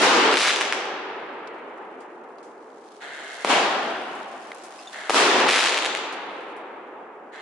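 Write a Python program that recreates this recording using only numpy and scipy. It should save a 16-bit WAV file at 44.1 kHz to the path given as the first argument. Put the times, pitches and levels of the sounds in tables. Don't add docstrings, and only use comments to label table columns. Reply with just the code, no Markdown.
import sys
import numpy as np
from scipy import signal
from scipy.fft import rfft, irfft, next_fast_len
from scipy.io import wavfile
from scipy.ndimage import uniform_filter1d

SR = 44100
rng = np.random.default_rng(int(sys.argv[2]) if len(sys.argv) > 2 else 0)


def persist_wave(psi):
    counts = np.round(np.clip(psi, -1, 1) * 32767).astype(np.int16)
    wavfile.write(sys.argv[1], SR, np.atleast_2d(counts).T)


N = 326781
T = np.arange(N) / SR

# f/Hz, side minus mid/dB
DIFFUSE_WIDTH = [(60, -10), (150, -18.5), (300, -20.5), (600, -11), (1200, -5), (3000, -2.5), (9000, 2)]
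# start/s, stop/s, level/dB
LENS_RUNS = [(3, 3.45, -37.5), (4.921, 5.11, -36.5), (7.317, 7.5, -42)]
# f/Hz, level/dB
HOUSING_COLOUR = [(40, -64.5), (150, -19), (350, -21), (640, 2), (1150, -7), (1600, 4), (1880, 0),
                  (2120, 1.5), (2300, -9), (3450, -9), (4200, -12.5), (5200, -26), (7000, -21),
                  (11000, -37)]
# end/s, final level/dB, growth/(dB/s)
FUSE_BURNS = [(3.43, -57.5, 26.5), (5.08, -57.5, 14.5)]
# f/Hz, level/dB
FUSE_COLOUR = [(40, -29), (200, -31), (1000, 4.5), (3000, 7), (6500, 2.5), (9000, -2), (11000, -5.5)]
# t/s, level/dB, f/Hz, t60/s
LEAF_TICKS = [(1.473, -33, 3130, 0.032), (1.7748, -53, 7130, .03), (2.0045, -47, 4900, 0.16),
              (2.384, -43, 2960, .04), (2.4280, -49, 4870, 0.41), (3.3320, -32.5, 9000, 0.027),
              (4.1500, -41.5, 6900, 0.11), (4.5462, -34.5, 7950, 0.031), (4.636, -37, 6300, 0.21),
              (6.125, -35, 5300, 0.1), (6.565, -51, 7070, 0.17), (7.359, -39, 4040, 0.02)]
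# t/s, level/dB, low mode/Hz, high mode/Hz, high re low/dB, t60/s
FRAGMENT_CLINKS = [(4.518, -23, 2000, 3171, -9, 0.012), (4.7890, -44.5, 2630, 5000, 0, 0.11),
                   (4.873, -34.5, 3570, 6690, -11, 0.077)]
# t/s, level/dB
BIG_STARS = [(.3263, -7), (.4770, -2.5), (.4935, -4.5), (.5112, -6), (.5619, -5), (.611, -1), (.617, -4),
             (.7253, 0), (5.403, -4), (5.4877, -2), (5.5109, -5), (5.7232, -6), (5.744, -5), (5.7741, -5),
             (5.7787, -3), (5.788, -6.5), (5.824, -7), (5.8483, -5), (5.8558, -5), (5.861, -5),
             (5.9508, -5), (5.9726, -12)]
# start/s, build-up/s, thinning from/s, rate/(1/s), level/dB
STAR_SWARMS = [(.31, .11, .497, 500, -7.2), (5.46, .03, 5.678, 365, -6.5)]
# f/Hz, level/dB
CRACKLE_ECHO_COLOUR = [(40, 4), (400, 11.5), (1000, 1.5), (2000, -2.5), (4000, 2.5), (7000, 5.5),
                       (11000, -3)]
# f/Hz, level/dB
SHELL_ROAR_COLOUR = [(40, -59), (100, -45), (160, -21), (220, -9), (290, -2.5), (420, -0.5), (620, -3.5),
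                     (880, -.5), (1400, -4), (2000, -6), (2700, -6.5), (4500, -11), (7000, -15.5),
                     (11000, -23)]
# f/Hz, level/dB
MORTAR_ROAR_COLOUR = [(40, -49), (100, -36), (160, -20), (220, -7), (350, -4), (560, -1.5), (780, 1.5),
                      (1100, -2.5), (1500, -4), (2100, -7.5), (3000, -7.5), (4500, -14.5), (7000, -20),
                      (11000, -28.5)]
# t/s, first echoes/dB, swell/s, roar/dB, sag/(dB/s),
# roar length/s, rumble/dB, air dulling/(dB/s), ground bounce lag/s
BLAST_ECHOES = [(-0.12, -12.5, .145, -20, 1, 0.459, -29.5, 2.5, 0.0023),
                (3.447, -12, 0.056, -19, 27.5, 1.4, -36.5, 3, 0.0027),
                (5.097, -12, 0.064, -20, 6.5, .385, -32.5, 3, .0023)]
# t/s, level/dB, length/ms
SHOCK_FRONTS = [(3.4480, -1.5, 0.88), (3.4747, -9, 1), (3.5323, -8, 0.67), (5.0966, -1, 0.72),
                (5.099, -8, 0.61), (5.1056, -3, 0.98), (5.145, 0.5, 0.62)]


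def undb(db):
    return 10 ** (np.asarray(db) / 20)


def add(out, start_s, sound):
    i = int(start_s * SR)
    out[:, i:i + sound.shape[-1]] += sound[..., :N - i]


def colour_db(points, hz):
    knots_hz, db = np.transpose(points)
    return np.interp(np.log(hz + 1), np.log(knots_hz), db)


def paint(x, points):
    size = next_fast_len(x.shape[-1])
    gain = undb(colour_db(points, np.fft.rfftfreq(size, 1 / SR)))
    return irfft(rfft(x, size) * gain, size)[..., :x.shape[-1]]


def butter(x, hz, kind, order=2):
    return signal.sosfilt(signal.butter(order, hz, kind, fs=SR, output="sos"), x + 1e-18)


def pan(left_minus_right_db):
    return undb(np.array([[1], [-1]]) * left_minus_right_db / 2)


def diffuse(size=N):
    mid, side = rng.standard_normal((2, size))
    return mid + paint(side, DIFFUSE_WIDTH) * np.array([[1], [-1]])


def wander(rate_hz):
    knots = rng.standard_normal(N // 100)
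    return 0.68 * np.interp(T * rate_hz, np.arange(len(knots)), knots)


def decay(t60_s):
    return np.exp(-np.log(1000) * T[:SR // 2] / t60_s)


def lens_motor(turn_hz=36.36, mesh_hz=143, mesh_depth=.29, scrape_db=7, rise_s=.023):
    one_turn = rng.standard_normal(SR // 10)
    rattle = one_turn[np.arange(N) % int(SR / turn_hz)]
    mesh = 1 + mesh_depth * np.sin(2 * np.pi * mesh_hz * T)
    buzz = paint((rattle + undb(scrape_db) * diffuse()) * mesh, HOUSING_COLOUR)
    running = sum(undb(db) * np.clip((T - start_s) / rise_s, 0, 1) * (T < stop_s)
                  for start_s, stop_s, db in LENS_RUNS)
    return buzz / buzz.std() * running


def fuses(floor_db=-82.5, spark_fade_db_per_s=14):
    hiss = diffuse() * undb(5 * wander(500) + 2 * wander(70))
    hiss = paint(hiss, FUSE_COLOUR)
    hiss /= butter(hiss.mean(0), (7000, 11000), "band", order=4).std()
    power = undb(floor_db) ** 2
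    for end_s, db, growth_db_per_s in FUSE_BURNS:
        before_db = growth_db_per_s * np.maximum(end_s - T, 0)
        after_db = spark_fade_db_per_s * np.maximum(T - end_s, 0)
        power = power + undb(db - before_db - after_db) ** 2
    return hiss * np.sqrt(power)


def debris(tick_gain_db=-8, jitter_rad=.11):
    out = np.zeros((2, N))
    for t_s, db, hz, t60_s in LEAF_TICKS:
        rustle = butter(diffuse(SR // 2), (hz * .55, hz * 1.7), "band")
        add(out, t_s, undb(db + tick_gain_db) * decay(t60_s) * rustle / rustle.std())
    for t_s, db, low_hz, high_hz, high_db, t60_s in FRAGMENT_CLINKS:
        low, high = (np.sin(np.cumsum(2 * np.pi * hz / SR + jitter_rad * rng.standard_normal(SR // 2)))
                     for hz in (low_hz, high_hz))
        add(out, t_s, undb(db) * decay(t60_s) * (low + undb(high_db) * high))
    return butter(out, 600, "high")


def echoes(colour, air_db_per_s, bounce_s=.002365, comb_db=2, comb_top_hz=1600, grazing_s=.68,
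           patch_db=.97, size=4 * SR):
    hz, age_s, spectra = signal.stft(diffuse(size), SR, nperseg=1024)
    hz = hz[:, None]
    fresh = undb(colour_db(colour, hz))
    fresh /= np.sqrt(np.mean(fresh ** 2 * (hz > 200) * (hz < 900)))
    air_db = air_db_per_s * age_s * ((hz / 1e3) ** 1.299 - .5)
    comb = np.cos(2 * np.pi * hz * bounce_s) * np.exp(-(hz / comb_top_hz) ** 2)
    ground_db = comb_db * comb * np.tanh(age_s / grazing_s)
    patches = rng.standard_normal(spectra.shape[1:])
    patches = uniform_filter1d(uniform_filter1d(patches, size=7, axis=0), size=3, axis=1)
    gain = fresh * undb(ground_db - air_db + patch_db * patches / patches.std())
    return signal.istft(spectra * gain, SR)[1][:, :size]


def shock_waves(times_s, db, length_ms, spread_db, spread_s, front_s=14e-6, rear_s=50e-6):
    out = np.zeros((2, N))
    bearing = rng.standard_normal((len(times_s), 1))
    index = np.clip((times_s[:, None] * SR).astype(int) + np.arange(-48, 48), 0, N - 1)
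    half_s = length_ms[:, None] / 2e3
    for ear, side in zip(out, (1, -1)):
        t_s = index / SR - times_s[:, None] + side * bearing * spread_s
        front = .5 + .5 * np.tanh((half_s + t_s) / front_s)
        rear = .5 + .5 * np.tanh((half_s - t_s) / rear_s)
        gain = undb(db[:, None] + side * bearing * spread_db)
        np.add.at(ear, index, t_s / half_s * front * rear * gain)
    return out


def swarm(start_s, build_s, thin_from_s, rate_per_s, level_db, thinning_s=.025, scatter_db=2,
          median_ms=.23, straggler_share=.4, straggler_s=.14, straggler_db=-4.5, fade_db_per_s=30):
    timing, strength, length = rng.standard_normal((400, 3)).T
    late_s = np.maximum(T - thin_from_s, 0)
    full = np.exp(-late_s / thinning_s)
    stragglers = straggler_share * np.exp(-late_s / straggler_s)
    density = np.clip((T - start_s) / build_s, 0, 1) * np.maximum(full, stragglers)
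    pops_due = np.cumsum(rate_per_s * density) / SR
    turn = np.arange(len(timing)) + 1 + .8 * timing
    keep = (turn > 0) & (turn < pops_due[-1] - 1)
    at = np.searchsorted(pops_due, turn[keep])
    db = level_db + straggler_db * (1 - full[at]) - fade_db_per_s * late_s[at]
    return np.c_[T[at], db + scatter_db * strength[keep], median_ms * np.exp(.36 * length[keep])]


def big_stars(length_at_0db_ms=.34):
    times_s, db = np.transpose(BIG_STARS)
    return np.c_[times_s, db, length_at_0db_ms * np.sqrt(undb(db))]


def star_pops(times_s, db, length_ms, bounce_s=.0098, bounce_db=-10):
    lag_s = bounce_s * (1 + .081 * rng.standard_normal(900)[:len(times_s)])
    direct = shock_waves(times_s, db, length_ms, spread_db=-.3, spread_s=8e-6)
    bounced = shock_waves(times_s + lag_s, db + bounce_db, length_ms, spread_db=2.5, spread_s=30e-6)
    return direct + bounced


def crackle(gain_db=1.5, echo_db=-1.85, rise_s=.0058, fall_s=.22, sky_parts=3):
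    stars = np.vstack([big_stars()] + [swarm(*row) for row in STAR_SWARMS])
    out = np.zeros((2, N))
    for part in range(sky_parts):
        pops = star_pops(*stars[part::sky_parts].T)
        pops = undb(gain_db) * butter(butter(pops, 600, "high", order=1), 280, "high")
        tail = echoes(CRACKLE_ECHO_COLOUR, air_db_per_s=5, size=3 * SR)
        age_s = T[:tail.shape[1]]
        tail *= (1 - np.exp(-age_s / rise_s)) / (1 + age_s / fall_s) ** 1.06
        tail *= undb(echo_db) / np.sqrt(np.sum(tail[0] ** 2))
        out += pops + signal.fftconvolve(pops.mean(0)[None], tail, axes=1)[:, :N]
    return out


def roars(release_db_per_s=160, rumble_fade_db_per_s=6, gain_db=-1.35):
    out = np.zeros((2, N))
    for row, colour in zip(BLAST_ECHOES, (SHELL_ROAR_COLOUR, MORTAR_ROAR_COLOUR, SHELL_ROAR_COLOUR)):
        start_s, early_db, swell_s, roar_db, sag_db_per_s, roar_s, rumble_db, air_db_per_s, lag_s = row
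        sound = echoes(colour, air_db_per_s, bounce_s=lag_s)
        age_s = T[:sound.shape[1]]
        swell_db = early_db * (1 - np.clip(age_s / swell_s, 0, 1) ** 3)
        sag_db = sag_db_per_s * np.maximum(age_s - swell_s, 0)
        release_db = release_db_per_s * np.maximum(age_s - roar_s, 0)
        flutter_db = .5 * wander(35)[:len(age_s)]
        trees = undb(roar_db - sag_db - release_db)
        hills = undb(rumble_db - rumble_fade_db_per_s * age_s)
        sound *= np.hypot(trees, hills) * undb(swell_db + flutter_db + gain_db)
        add(out, max(start_s, 0), sound[:, start_s + age_s >= 0])
    return out


def blasts(low_cut_hz=330, gain_db=-1):
    waves = shock_waves(*np.transpose(SHOCK_FRONTS), spread_db=1.5, spread_s=10e-6)
    return undb(gain_db) * butter(waves, low_cut_hz, "high", order=3)


def scene(fresh_pan_db=1.1):
    starts_s = np.array(BLAST_ECHOES)[:, 0]
    age_s = T - starts_s[np.searchsorted(starts_s, T) - 1]
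    sky = (roars() + blasts() + crackle()) * pan(fresh_pan_db * np.exp(-age_s ** 2))
    return sky + lens_motor() * pan(.21) + fuses() + debris()


def record(dry, ceiling=.7, low_cut_hz=100, high_cut_hz=11100):
    rounded = butter(ceiling * np.tanh(dry / ceiling), low_cut_hz, "high", order=1)
    return signal.sosfilt(signal.ellip(12, .2, 70, high_cut_hz, fs=SR, output="sos"), rounded)


dry = scene()
out = record(dry)
persist_wave(out)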